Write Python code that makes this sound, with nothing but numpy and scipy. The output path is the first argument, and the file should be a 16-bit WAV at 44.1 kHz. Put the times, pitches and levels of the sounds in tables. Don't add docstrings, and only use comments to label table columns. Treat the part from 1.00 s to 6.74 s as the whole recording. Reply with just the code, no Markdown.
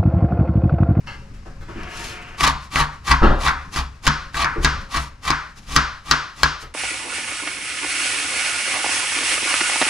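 import sys
import numpy as np
from scipy import signal
from scipy.fft import rfft, irfft
from scipy.io import wavfile
from scipy.ndimage import uniform_filter1d

SR = 44100
rng = np.random.default_rng(int(sys.argv[2]) if len(sys.argv) > 2 else 0)


def digitize_waveform(pressure):
    field = np.atleast_2d(pressure).T
    bounded = np.clip(field, -1, 1)
    quanta = np.round(bounded * 32767).astype(np.int16)
    wavfile.write(sys.argv[1], SR, quanta)


def invert_db(level):
    return 10 ** (np.asarray(level, dtype=float) / 20)


N = 253113
TIME = np.arange(N) / SR


def evened(x):
    return x / np.sqrt(np.mean(x ** 2) + 1e-20)


def read(points, hz):
    f, value = np.transpose(points)
    return np.interp(np.log(hz + 1), np.log(f + 1), value)


def colour(x, points, size=4096):
    gain_db = read(points, abs(np.fft.fftfreq(size, 1 / SR)))
    log_gain = np.log(invert_db(np.maximum(gain_db, -100)))
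    minimum_phase = np.exp(np.conj(signal.hilbert(log_gain)))
    taps = np.fft.ifft(minimum_phase).real[:size // 2]
    return signal.oaconvolve(x, taps / np.linalg.norm(taps))[:N]


def ring(x, modes):
    t = np.arange(SR // 2) / SR
    taps = sum(invert_db(db - 60 * t / t60) * np.sin(2 * np.pi * hz * t) for hz, db, t60 in modes)
    return signal.oaconvolve(x, taps / np.linalg.norm(taps))[:N]


def envelope(times, db, fade=0.017):
    inside = np.minimum(TIME - times[0], times[-1] - TIME)
    gate = np.clip(inside / fade + 0.5, 0, 1)
    return gate * invert_db(np.interp(TIME, times, db))


def grains(per_s, spread_db):
    size = invert_db(spread_db * np.minimum(rng.exponential(1, N), 5)) * rng.standard_normal(N)
    return evened(size * (rng.random(N) < per_s / SR))


def clicks(times, db):
    out = np.zeros(N)
    out[np.round(np.asarray(times) * SR).astype(int)] = invert_db(db)
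    return out


def bursts(times, db, t60):
    out, t = np.zeros(N + SR), np.arange(SR // 5) / SR
    puffs = rng.standard_normal((len(times), len(t)))
    for s, level, fade, puff in zip(times, db, t60 * np.ones(len(times)), puffs):
        puff = puff * invert_db(-60 * t / fade)
        out[round(s * SR):][:len(t)] += invert_db(level) * puff / np.linalg.norm(puff)
    return out[:N]


# (start [s], length [s], crackle level at the end [dB],
# build-up over the stroke [dB], board minus crackle [dB])
CUTS = [(1.373, 0.12, -28.5, -4, 6), (1.699, 0.11, -25.5, 6, 7), (2.036, 0.07, -22, 8.5, 7),
        (2.378, 0.097, -25.5, 8, 8), (2.701, 0.088, -28.5, 6.5, 3), (3.020, 0.039, -28.5, 0, 2.5),
        (3.326, 0.098, -30, 1.5, 9.5), (3.608, 0.028, -30, -2, 3), (3.884, 0.0794, -29, 8, 7),
        (4.208, 0.078, -29.5, 6.5, 6.5), (4.639, 0.12, -25.5, 16, -4), (5.024, 0.086, -32.5, 10.5, 5),
        (5.333, 0.11, -36, 7, 1)]
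# (middle [s], length [s], level [dB])
RUSTLES = [(1.035, 0.3, -34), (1.227, 0.034, -48), (1.29, 0.042, -53), (1.642, 0.091, -46),
           (1.944, .05, -56), (2.96, .025, -52), (3.816, 0.029, -48), (4.009, 0.18, -37.5),
           (4.581, 0.059, -41.5), (4.63, 0.059, -46.5), (5.621, 0.055, -39)]
# (frequency [Hz], level [dB per Hz])
LEAF_COLOUR = [(1500, -8.5), (2500, -2.5), (3800, -4), (5500, -3.5), (7000, -6), (8500, -12.5),
               (10300, -10), (12500, -19.5), (14500, -25), (16000, -50)]
# (frequency [Hz], level [dB per Hz])
SHAKE_COLOUR = [(180, -35.5), (330, -27), (580, -16), (850, -4), (1150, 5), (1500, -11.5), (1900, -4.5),
                (2800, -11.5), (4500, -10), (9000, -75)]


def strokes():
    bite_s, bite_db = 0.034, -20.5
    lift_s, lift_db = 0.081, -36.5
    board_build_db = 6.5
    push_db, push_build_db, push_linger = 4, 6.5, 1.66
    ahead = np.array([-1, -1, 0, 0])
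    crackle, shake, push = np.zeros((3, N))
    for start, length, db, build_db, board_db in CUTS:
        bite, end = start + bite_s, start + max(length, bite_s + 0.005)
        cut = [start, bite, end, end + lift_s]
        ease = [start, bite, end, end + push_linger * lift_s]
        shape_db = db + np.array([bite_db - build_db, -build_db, 0, lift_db])
        crackle += envelope(cut, shape_db)
        shake += envelope(cut, shape_db + board_db + board_build_db * ahead)
        push += envelope(ease, shape_db + push_db + push_build_db * ahead)
    for middle, length, db in RUSTLES:
        u = np.clip(2 * (TIME - middle) / length, -1, 1)
        brush = invert_db(db - 17.5 * u ** 2) * (abs(u) < 1)
        crackle += brush
        shake += invert_db(-27) * brush
    crunch = np.clip(crackle / invert_db(-27.0), 0, 1)
    layers = evened(uniform_filter1d(rng.standard_normal(N), 300))
    clumps = invert_db(4.2 * crunch * layers)
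    popping = crunch * grains(per_s=7000, spread_db=2.6)
    hiss = np.sqrt(1 - crunch ** 2) * rng.standard_normal(N)
    cells = clumps * (popping + hiss)
    fibres = clumps * grains(per_s=5000, spread_db=1.0)
    leaves = invert_db(-3.0) * colour(crackle * cells, LEAF_COLOUR)
    board = invert_db(-2.0) * colour(shake * fibres, SHAKE_COLOUR)
    return leaves + board, push * rng.standard_normal(N)


# (time [s], peak level [dB], tick minus peak [dB], board minus peak [dB],
# push on the table minus peak [dB])
SNAPS = [(0.8328, -34, -4, -6, -9), (1.4089, -21, 6.5, 2, -43), (1.443, -12, -18, -1.5, -14),
         (1.4771, -14, -0.5, -5.5, -47), (1.7585, -13.5, -3, 3.5, -12), (1.812, -34, -4, 15, 11.5),
         (2.0778, -24, -16, 8, -14), (2.1159, -7, -38, 0, -12), (2.4816, -15, -29, 6.5, -10.5),
         (2.761, -15, -21, -4, -14), (2.789, -24.5, -8, -18, -4.5), (3.0672, -8.5, -10.5, -7.5, -20.5),
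         (3.0712, -11.5, -4, -4, -28), (3.0767, -3, -13.5, -3.5, -13.5), (3.344, -24.5, -10, 3, -12.5),
         (3.4445, -15.5, -30, 9.5, -27), (3.6466, -1, -72, -4, -16), (3.9504, -24, -24, 4.5, -6),
         (3.9965, -35, -17, -30, -3.5), (4.3039, -6.5, -9.5, 0.5, -17.5), (4.763, 0.5, -6, -3.5, -16.5),
         (5.1117, 0.5, -32, -4.5, -30.5), (5.4327, 0, -10.5, -6.5, -22.5)]
# (frequency [Hz], level [dB per Hz])
EDGE_COLOUR = [(2000, -14), (2800, -3), (3600, -3), (5000, 0), (6500, -5), (8000, -16), (12000, -24),
               (16000, -36), (20000, -50)]
# (frequency [Hz], level [dB per Hz])
BOARD_COLOUR = [(150, -33), (300, -7), (550, -25), (1150, 5.5), (1700, 5), (2400, -3.5), (4000, -51)]


def edge_on_board(edge, board):
    return colour(edge, EDGE_COLOUR) + colour(board, BOARD_COLOUR)


def snaps():
    s, db, tick_db, board_db, push_db = np.transpose(SNAPS)
    loudest_db = db + np.maximum(board_db, 0)
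    edge_db, board_db = db + 12.0, db + board_db + 18.5
    cushion = 1.5 + 0.1 * np.maximum(-5 - loudest_db, 0)
    rattle = edge_on_board(bursts(s, edge_db, t60=0.012 * cushion), bursts(s, board_db, t60=0.014 * cushion))
    even = edge_on_board(clicks(s, edge_db), clicks(s, board_db))
    lost_db = -12.0 * (cushion - 1)
    sharp = edge_on_board(clicks(s, edge_db + lost_db), clicks(s, board_db + lost_db))
    tick_colour = [(3000, 2), (7000, -14), (11000, -17), (16000, -39), (22000, -33)]
    tick = colour(bursts(s, db + tick_db + 22.0, t60=0.0058), tick_colour)
    return rattle, tick + 0.39 * sharp, even, clicks(s, db + push_db + 33.0)


# (frequency [Hz], level [dB], time to die by 60 dB [s])
TABLE_MODES = [(39.2, -3.5, 0.52), (50.6, 1, 0.08), (65, 7, 0.33), (148.1, 5, 0.26), (213.7, -4, 0.22),
               (259.5, -1, 0.19), (404, -36, 0.41)]


def table(push):
    return ring(push, TABLE_MODES)


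# (delay [s], level [dB], highest frequency [Hz])
ECHOES = [(.0025, -3.5, 8800), (.0085, -3, 7000), (.0115, -6.5, 3030), (0.0151, -9.5, 4800),
          (.0235, -5.5, 2000), (0.028, -3, 1870)]


def first_echoes(x):
    out = np.zeros((2, N))
    for (s, db, top_hz), skew in zip(ECHOES, rng.integers(-4, 5, len(ECHOES))):
        dull = signal.butter(3, top_hz, fs=SR, output="sos")
        echo = invert_db(db) * signal.sosfilt(dull, x)
        out += [np.roll(echo, round(s * SR)), np.roll(echo, round(s * SR) + skew)]
    return out


# (frequency [Hz], time to die by 60 dB [s])
KITCHEN_T60 = [(200, 0.34), (600, 0.57), (1200, 0.49), (4000, 0.55), (8000, 0.39), (14000, 0.19)]


def kitchen(x, start_s):
    taps, alike = np.zeros((2, SR)), 0.85
    at = np.arange(round(start_s * SR), SR - 20, 20)
    at = at + rng.integers(0, 20, (2, len(at)))
    np.put_along_axis(taps, at, rng.choice([-1., 1.], at.shape), 1)
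    taps[1] = alike * taps[0] + np.sqrt(1 - alike ** 2) * taps[1]
    hz, t, z = signal.stft(taps, SR, nperseg=256)
    dying = invert_db(-60 * t / read(KITCHEN_T60, hz)[:, None])
    tail = signal.istft(z * dying, SR, nperseg=256)[1]
    return signal.fftconvolve(x[None], tail / np.linalg.norm(tail[0]), axes=1)[:, :N]


# (frequency [Hz], level [dB])
WALL_COLOUR = [(200, 2), (1200, 4.5), (2500, -0.5), (4500, -2), (6500, -5.5), (9000, -5.5), (13000, -8),
               (16000, -57)]


def late_echoes(cut, snap):
    sent = invert_db(-17.0) * cut + invert_db(-10.0) * snap
    return kitchen(colour(sent, WALL_COLOUR), 0.013)


# (time [s], peak level [dB], boom minus peak [dB], thump minus peak [dB],
# dullness [dB per octave])
KNOCKS = [(0.072, -26, -39, -10.5, -12), (0.34, -42, 7, -15, -6), (0.459, -31.5, -19, -23, -28),
          (0.612, -37.5, -10, 1.5, -8.5), (0.687, -30.5, 1, -5.5, -23), (0.758, -35, -9, 5.5, -21),
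          (2.221, -10, 7.5, 0, -27), (2.232, -7.5, -14, -11.5, -18), (2.25, -19.5, 13.5, -12, -26),
          (2.299, -21, 22, -12, -30), (3.56, -40, 6, 14, -28), (3.587, -37.5, 25, -1, -31),
          (4.69, -36, 10, -5.5, -27), (5.628, -34.5, 5, -37, -9.5)]
# (frequency [Hz], level [dB per Hz])
CLACK_COLOUR = [(290, -37), (500, -6), (688, -16), (910, -6), (1630, -5), (2780, -7), (3670, -29),
                (4310, -16), (12000, -51), (15600, -75), (22000, -120)]
# (frequency [Hz], level [dB], time to die by 60 dB [s])
FLOOR_MODES = [(32, 3.5, 0.52), (70.8, -5, 0.82), (133.3, -6.5, 0.2), (285, -12, 0.13)]


def knocks():
    top_hz = 1296
    thump_colour = [(40, -46), (120, -5), (350, 4.5), (700, -18.5), (3000, -40.0), (9000, -89)]
    far, boom = np.zeros((2, N))
    for k, (s, db, boom_db, thump_db, tilt_db) in enumerate(KNOCKS):
        blow = 0.4 * clicks([s], [db + 27.5]) + bursts([s], [db + 24.0], t60=0.025)
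        dull_colour = [(250, -10), (500, -4), (top_hz, 0), (16 * top_hz, 4 * tilt_db)]
        far += colour(blow, dull_colour if k else CLACK_COLOUR)
        far += colour(invert_db(thump_db) * blow, thump_colour)
        boom += clicks([s - 0.004], [db + boom_db + 25.5])
    soft_blow = signal.oaconvolve(boom, np.hanning(120) / 60, "same")
    return far, ring(soft_blow, FLOOR_MODES)


# (time [s], level [dB])
DRAG = [
    (0.66, -39),
    (0.69, -45),
    (0.78, -33.5),
    (1.078, -33.5),
    (1.272, -39),
    (1.378, -38.5),
]
# (frequency [Hz], width [Hz], level [dB])
DRAG_RINGS = [(721, 38, -2), (926, 29, -2), (1060, 91, -4), (1780, 130, -5), (2420, 150, -1),
              (2800, 180, -3)]
# (frequency [Hz], level [dB per Hz])
DRAG_COLOUR = [(120, -56), (200, 0), (465, -1), (715, -59), (968, -12), (1100, 7.5), (2750, 1.5),
               (3400, -19.5), (9000, -30), (19800, -120)]


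def drag():
    times, level_db = np.transpose(DRAG)
    rub = envelope(times, level_db, fade=0.022) * grains(per_s=5600, spread_db=2.0)
    hollow = [(hz, db + 10 * np.log10(width), 2.2 / width) for hz, width, db in DRAG_RINGS]
    return invert_db(-8.5) * (colour(rub, DRAG_COLOUR) + 0.9 * ring(rub, hollow))


# (time [s], level [dB])
BUSTLE = [(0.0, -34), (0.5, -36), (1.0, -39), (1.8, -41.5), (2.6, -38), (3.2, -42), (3.7, -36),
          (4.2, -44.5), (4.7, -46), (5.2, -44), (5.74, -52)]
# (frequency [Hz], level [dB per Hz])
RUMBLE_COLOUR = [(8.8, -5), (15, 7.5), (32, 2.5), (91, -2.5), (145, -5.5), (282, -15.5), (361, -23.5),
                 (454, -20), (514, -52), (547, -7.5), (600, -56), (780, -62), (1320, -120)]
# (frequency [Hz], level [dB per Hz])
AIR_COLOUR = [(180, -28), (300, -7), (474, -7), (1150, 1.5), (2820, -6.5), (3270, -13), (5260, -9),
              (11900, -27), (15000, -48)]


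def background():
    bustle = invert_db(np.interp(TIME, *np.transpose(BUSTLE)))
    for s, db, boom_db, *_ in KNOCKS:
        bustle = bustle + (TIME > s) * invert_db(db + boom_db - 17 - 60 * abs(TIME - s) / 0.2)
    swell = np.hanning(901) / 450
    bustle = signal.oaconvolve(np.pad(bustle, 450, "edge"), swell, "valid")
    lumps = invert_db(2.0 * evened(uniform_filter1d(rng.standard_normal(N), 3000)))
    rumble = bustle * evened(colour(lumps * rng.standard_normal(N), RUMBLE_COLOUR, size=16384))
    a, b = (colour(z, AIR_COLOUR) for z in rng.standard_normal((2, N)))
    air = invert_db(-49.5) * (100 * bustle) ** 0.2
    return rumble + air * np.array([a + 0.9 * b, a - 0.4 * b])


def scene():
    cut, push = strokes()
    rattle, tick, even, thud = snaps()
    far, boom = knocks()
    near = cut + rattle + tick + invert_db(-1.5) * first_echoes(cut + rattle)
    near = near + late_echoes(cut, even) + table(push + thud)
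    distant = far + drag()
    return near + invert_db(-8.0) * distant + kitchen(distant, 0.004) + boom + background()


def roll_off(x):
    return signal.sosfilt(signal.butter(12, 20000, fs=SR, output="sos"), x)


# (frequency [Hz], left minus right [dB])
LEFT_DB = [(60, 1.5), (180, 1.5), (550, 1.0), (1650, 2.5), (4970, 1.2), (15000, 1.0)]
# (frequency [Hz], lead of the left [radians])
LEFT_LEAD = [(50, -.06), (200, -.29), (700, -.82), (3000, -.78), (6000, -.48), (10500, -.55), (12000, -1.3),
             (15000, -2.1)]


def record(dry):
    hz = np.fft.rfftfreq(N, 1 / SR)
    tilt = invert_db(read(LEFT_DB, hz) / 2) * np.exp(0.5j * read(LEFT_LEAD, hz))
    band_limit = 1 / np.sqrt(1 + (hz / 15400) ** 44)
    heard = rfft(dry) * band_limit * np.array([tilt, 1 / tilt])
    upper = 1 / (1 + (350 / (hz + 1)) ** 4)
    treble, bass = irfft(heard * upper, N), irfft(heard * (1 - upper), N)
    power = uniform_filter1d((treble ** 2).mean(0), 900)
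    level_db = 10 * np.log10(abs(power) + 1e-12)
    gate = invert_db(-0.8 * np.clip(-38.0 - level_db, 0, 14))
    return roll_off(np.clip(bass + gate * treble, -1, 1))


dry = scene()
out = record(dry)
digitize_waveform(out)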